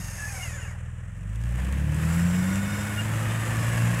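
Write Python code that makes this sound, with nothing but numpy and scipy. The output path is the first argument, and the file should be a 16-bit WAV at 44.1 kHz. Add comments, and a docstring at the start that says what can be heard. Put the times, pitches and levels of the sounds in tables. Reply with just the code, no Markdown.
"""An off-road car winches itself out of mud on an open, snowy slope.
First the winch runs down, its gears whining through the housing over a hiss and thin metal squeaks,
while the engine idles and wet snow crackles. From about one second the engine revs up through the
resonances of its exhaust, and mud and cable tick. Near two seconds the winch starts again,
climbs in pitch, then sags under the load as the revs keep rising."""
import sys
import numpy as np
from scipy import signal
from scipy.fft import rfft, irfft
from scipy.io import wavfile

SR = 44100
rng = np.random.default_rng(int(sys.argv[2]) if len(sys.argv) > 2 else 0)


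def dump_mix(stems):
    """Bounce the given channels to the path in sys.argv[1] as a 16-bit WAV at rate SR."""
    frames = np.atleast_2d(stems).T  # one column per channel
    limited = np.clip(frames, -1, 1)  # hard clip at full scale
    pcm = np.round(limited * 32767).astype(np.int16)
    wavfile.write(sys.argv[1], SR, pcm)


N = 176400
TIME = np.arange(N) / SR


def amp(db):
    """Decibels to gain."""
    return 10 ** (np.asarray(db) / 20)


def unit(x):
    """Scales to rms 1."""
    return x / np.sqrt(np.mean(x ** 2) + 1e-20)


def curve(rows, column=1):
    """One column of a table, joined by straight lines in time."""
    rows = np.array(rows)
    return np.interp(TIME, rows[:, 0], rows[:, column])


def colour(x, points, size=16384):
    """Minimum-phase EQ through the given (Hz, dB) points."""
    hz, db = np.transpose(points)
    log_hz = np.log(abs(np.fft.fftfreq(size, 1 / SR)) + 1)
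    log_gain = np.log(amp(np.interp(log_hz, np.log(hz), db)))
    ring = np.fft.ifft(np.exp(np.conj(signal.hilbert(log_gain)))).real
    return signal.fftconvolve(x, ring[:size // 2])[:N]


def noise(eq):
    """Coloured noise of rms 1."""
    return unit(colour(rng.standard_normal(N), eq))


def wander(hz):
    """Random motion of rms 1, up to about the given rate."""
    rolloff = np.exp(-(np.fft.rfftfreq(N, 1 / SR) / hz) ** 2)
    return unit(irfft(rfft(rng.standard_normal(N)) * rolloff, N))


def winch_run_down():
    """The winch turns freely and slows, its whine falling away."""
    # The slowing gears. Each row: time in seconds, mesh rate in Hz, whine gain in dB, hiss gain in dB.
    run = [(0,930,-46,-42.5),(.1,914,-47,-43),(.25,872.4,-48.5,-43),(.35,769,-41,-41.5),(.45,703.4,-39,-43),(.55,574.7,-43,-49.5),(.64,442.4,-45,-54),(.72,326,-47.5,-58),(.79,220,-54,-80)]
    # Colour of the unloaded hiss. 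Each row: frequency in Hz, gain in dB.
    hiss_eq = [(30,-43),(300,-26),(560,-1.5),(850,-1.5),(1200,-2),(1750,0),(2100,0.5),(2800,-8),(3300,-15.5),(4200,-12.5),(5000,-3),(6200,-2.5),(6500,9),(6850,-2),(7500,-5),(10500,-4),(12600,-9.5),(14000,-23),(16000,-26)]
    return winch(run, hiss_eq, pulling=False)


def winch(run, hiss_eq, pulling, fade_s=0.03):
    """One run of the winch: gear whine over a fluttering, rubbing hiss, faded at both ends."""
    outside_s = abs(TIME - np.clip(TIME, run[0][0], run[-1][0]))
    mesh_hz = curve(run)
    whine = amp(curve(run, 2)) * gear_whine(mesh_hz, pulling)
    flutter = np.exp(0.11 * wander(hz=139))
    hiss = amp(curve(run, 3)) * flutter * (noise(hiss_eq) + gear_zing(mesh_hz))
    return np.exp(-outside_s / fade_s) * (whine + hiss)


def gear_whine(mesh_hz, pulling, teeth=27, throb=0.21, sway=0.014, roughness=0.65, drum_send=0.55):
    """Rough, throbbing gear-mesh harmonics slide through the resonances of the housing."""
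    # Gear harmonics. Each row: multiple of the mesh rate, level in dB running free, level in dB pulling.
    harmonics = [(1,-3.5,-22.5),(2,-5,-6),(3,0,-7),(4,-3.5,-8.5),(5,-8.5,-5.5),(6,-2,-5),(7,-12,-20)]
    # Resonances of the winch housing. Each row: frequency in Hz, gain in dB.
    housing_eq = [(200,-37),(550,-9),(660,-18),(760,-1.5),(850,-8),(1100,-8.5),(1280,-6.5),(1420,-2.5),(1580,-5),(1650,1),(1750,3),(1870,-3.5),(1980,-11),(2200,-4.5),(2400,-7.5),(2600,-5.5),(2850,-12),(3100,-20),(3700,-18.5),(4300,-36),(8000,-46)]
    # Once a turn the gear binds: its level throbs and its speed sways.
    bind = np.sin(2 * np.pi * np.cumsum(mesh_hz) / SR / teeth + wander(hz=9.4))
    speed = 1 + 0.0071 * wander(hz=45.46) - sway * bind
    cycles = np.cumsum(mesh_hz * speed) / SR
    mesh = np.zeros(N)
    for multiple, free_db, pull_db in harmonics:
        grit = 1 + throb * bind + roughness * (wander(hz=69) + 1j * wander(hz=69))
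        tone = (grit * np.exp(2j * np.pi * multiple * cycles)).real
        mesh += amp(pull_db if pulling else free_db) * tone
    return colour(mesh + drum_send * drum_ring(mesh), housing_eq)


def drum_ring(x, decay_s=0.008):
    """The winch drum's brief, dense ring: tones flare and sputter as they slide across its modes."""
    t = np.arange(2048) / SR
    ring = rng.standard_normal(len(t)) * np.exp(-t / decay_s)
    return signal.fftconvolve(x, ring / np.linalg.norm(ring))[:N]


def gear_zing(mesh_hz, gain_db=-7.5):
    """The upper overtones of the gear mesh, scattered by the many modes of the drum."""
    # Colour of the zing. Each row: frequency in Hz, gain in dB.
    zing_eq = [(3000,-25),(3700,3),(4400,-8),(5200,1),(6300,-4),(7800,8),(9200,1),(10400,6),(11300,-6.5),(12200,-1),(13500,-18),(16000,-20)]
    cycles = np.cumsum(mesh_hz * (1 + 0.00658 * wander(hz=72))) / SR
    multiples = range(7, 24)
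    tones = sum(np.cos(2 * np.pi * (k * cycles + rng.random())) for k in multiples)
    return amp(gain_db) * colour(drum_ring(tones), zing_eq) / np.sqrt(len(multiples) / 2)


def metal_squeaks():
    """Thin, fuzzy tones of rubbing metal swell and fade while the winch turns."""
    # Each row: start in seconds, end in seconds, pitch in Hz, width in Hz, level in dB.
    squeaks = [(0,.45,6560,130,-59),(0,.5,8050,120,-58),(0.183,0.312,1717,52,-37),(0.417,0.455,2835,30,-45.5),(0.617,0.683,2814,66,-51),(0.404,0.725,6970,160,-52),(1.998,2.544,7600,200,-52),(2.1,2.978,7345,45,-52),(2.1,3,5760,55.4,-57),(2.96,3.021,1430,13,-38),(2.96,3.019,2818,14,-38.5)]
    out = np.zeros(N)
    for start, end, hz, width_hz, db in squeaks:
        progress = np.clip((TIME - start) / (end - start), 0, 1)
        swell = np.sqrt(abs(np.sin(np.pi * progress)))
        fuzz = wander(width_hz) + 1j * wander(width_hz)
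        out += amp(db) * swell * (fuzz * np.exp(2j * np.pi * hz * TIME)).real
    return out


def engine():
    """The engine idles, then revs up; its firing drives the exhaust note and pulses the roar."""
    # The revs. Each row: time in seconds, firing rate in Hz.
    revs = [(0,47.43),(.21,40.35),(.4,39.67),(.8,39.73),(1,39.9),(1.14,44.26),(1.25,49.5),(1.4,56.85),(1.53,60.05),(1.87,73.6),(2.18,85.2),(2.38,90.5),(2.65,100.8),(2.9,103.5),(3.11,109.6),(3.4,111.6),(4,118)]
    firing_hz = curve(revs)
    cycles = np.cumsum(firing_hz) / SR
    return exhaust_note(cycles) + pipe_rumble() + engine_roar(firing_hz, cycles)


def exhaust_note(cycles, throttle_opens_s=(1.2, 1.31), unevenness=0.11):
    """Firing pulses ring the exhaust pipe; unequal cylinders add half orders."""
    # Each row: multiple of the firing rate, level in dB at idle, level in dB under throttle.
    orders = [(.5,-56.5,-47),(1,-30.5,-26),(1.5,-60,-37),(2,-30,-26),(2.5,-37,-41),(3,-35,-38),(3.5,-38,-47.5),(4,-52,-42),(4.5,-48.5,-50),(5,-85,-67)]
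    # Strength of the pulses. Each row: time in seconds, gain in dB.
    drive = [(0,-6.5),(.6,-5),(1.15,-6.5),(1.4,-8),(1.65,-4),(1.8,0),(2.25,0.5),(2.65,-4.5),(2.87,-7),(3.05,-5),(3.35,-5),(3.47,-6),(3.57,-1.5),(3.72,-3),(3.85,2),(4,-3)]
    # Resonances of the pipe. Each row: frequency in Hz, gain in dB.
    pipe_eq = [(20,-31),(40,-8.5),(58,5),(80,-3.5),(91,-5),(112,3.5),(122,0),(133,-11.5),(150,-4.5),(162,-1),(175,3.5),(198,2),(218,-9),(240,-20.5),(295,-8.5),(335,-7.5),(380,-36.5),(520,-17),(900,-36)]
    throttle = np.interp(TIME, throttle_opens_s, (0, 1))
    pulses = np.zeros(N)
    for order, idle_db, load_db in orders:
        pulses += amp(idle_db + (load_db - idle_db) * throttle) * np.cos(2 * np.pi * order * cycles)
    uneven = 1 + unevenness * wander(hz=42)
    return colour(np.sqrt(2) * pulses * amp(curve(drive)) * uneven, pipe_eq)


def pipe_rumble():
    """Turbulence rumbles in the exhaust pipe."""
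    # Swell of the rumble. Each row: time in seconds, level in dB.
    fader = [(0,-50),(1.1,-54.5),(1.6,-38.5),(2.3,-33.5),(3,-36),(4,-34.5)]
    # Its colour. Each row: frequency in Hz, gain in dB.
    rumble_eq = [(20,-67),(40,-21.5),(60,-1),(85,0),(112,-1.5),(135,2),(175,-2),(215,-11.5),(250,-11.5),(310,-10.5),(380,-24.5),(700,-44.5)]
    return amp(curve(fader)) * noise(rumble_eq)


def engine_roar(firing_hz, cycles, crossfade_hz=(50.8, 61)):
    """Fan, intake and valve noise pulses with the firing and changes colour as the revs rise."""
    # Swell of the roar. Each row: time in seconds, level in dB.
    fader = [(0,-50.5),(.6,-45.5),(.9,-53),(1.2,-52),(1.42,-49),(1.6,-41.5),(1.72,-41.5),(1.87,-42),(2.05,-38),(2.8,-38.5),(3.4,-35.5),(4,-35)]
    # Its colour at idle and revved. Each row: frequency in Hz, gain in dB.
    idle_eq = [(20,-63),(100,7),(230,-3.5),(285,-8),(360,-11.5),(450,-3.5),(570,-1.5),(770,-9),(1200,-5),(1550,-3),(1800,0.5),(2150,-8.5),(2900,-10),(3600,-23),(4600,-37),(5800,-22),(7800,-14),(10000,-23),(12500,-42),(15500,-73)]
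    revved_eq = [(20,-56),(100,3),(260,-10),(320,-6),(392,-9),(516,1),(750,-6),(1140,-4.5),(1330,-8),(1750,0.5),(2090,-5.5),(2900,-8.5),(3500,-17.5),(4400,-25),(5800,-21),(7800,-15.5),(10000,-21.5),(12500,-23),(15500,-67)]
    pulsing = 1 + 0.12 * np.cos(2 * np.pi * cycles)
    flutter = np.exp(0.15 * wander(hz=79))
    air = pulsing * flutter * rng.standard_normal(N)
    revved = np.interp(firing_hz, crossfade_hz, (0, 1))
    roar = (1 - revved) * unit(colour(air, idle_eq)) + revved * unit(colour(air, revved_eq))
    return amp(curve(fader)) * roar


def snow_and_mud(grains_per_s=600, spread_db=2, tick_decay_s=0.0025):
    """Wet snow crackles finely under the tyres; mud and cable add a few clear ticks."""
    # Swell of the crackle. Each row: time in seconds, level in dB.
    fader = [(0,-57),(.5,-52),(.9,-75.5),(1.2,-67),(1.55,-58),(1.85,-65),(2.2,-55.5),(4,-46)]
    # The ticks. Each row: start in seconds, level in dB.
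    ticks = [(1.358,-43.5),(1.437,-42.5),(1.448,-50),(1.6,-43),(1.647,-40),(1.725,-38.5),(1.786,-44),(1.919,-43),(1.945,-37),(2.197,-34.5),(2.557,-31.5),(3.779,-34)]
    # Bright colour of both. Each row: frequency in Hz, gain in dB.
    tick_eq = [(200,-20),(1000,-4),(2800,9),(4200,-3),(8000,8),(12000,-2),(16000,-28)]
    grains = (rng.random(N) < grains_per_s / SR) * rng.standard_normal(N)
    grains *= amp(spread_db * np.minimum(rng.exponential(1, N), 4))
    crackle = amp(curve(fader)) * unit(colour(grains, tick_eq))
    bursts = sum(amp(db) * (TIME >= s) * np.exp(-abs(TIME - s) / tick_decay_s) for s, db in ticks)
    return crackle + bursts * noise(tick_eq)


def winch_pull():
    """The winch spins up again and sags under the load."""
    # The straining gears. Each row: time in seconds, mesh rate in Hz, whine gain in dB, hiss gain in dB.
    run = [(1.88,453.5,-67,-62),(2.03,624.6,-37.5,-44.5),(2.12,706,-40,-41.5),(2.25,757,-40.5,-43),(2.45,720.3,-38,-42.5),(2.6,724.7,-36.5,-43.5),(2.75,739,-34,-42),(3,716,-39.5,-43),(3.15,678,-38,-43.5),(3.27,619.5,-35,-46),(3.45,594.8,-38,-43),(3.8,549.4,-37.5,-42),(4,525,-35,-44)]
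    # Colour of the hiss under load. Each row: frequency in Hz, gain in dB.
    hiss_eq = [(500,-1),(1500,9.5),(3000,-16),(4300,-7.5),(6000,-9.5),(7300,-0.5),(8100,-4),(9000,-15),(10100,-5),(11300,-17.5),(12500,-6),(14000,-10),(16000,-21)]
    return winch(run, hiss_eq, pulling=True)


def scene():
    """Everything sounds from one place, in open air over snow."""
    return (winch_run_down() + metal_squeaks() + engine() + snow_and_mud() + winch_pull())[None]


def record(dry):
    """A steep high cut takes off the very top of the treble."""
    high_cut = signal.firwin(1023, 15800, window=("kaiser", 9), fs=SR)
    return signal.oaconvolve(dry, high_cut[None], "same")


dry = scene()
out = record(dry)
dump_mix(out)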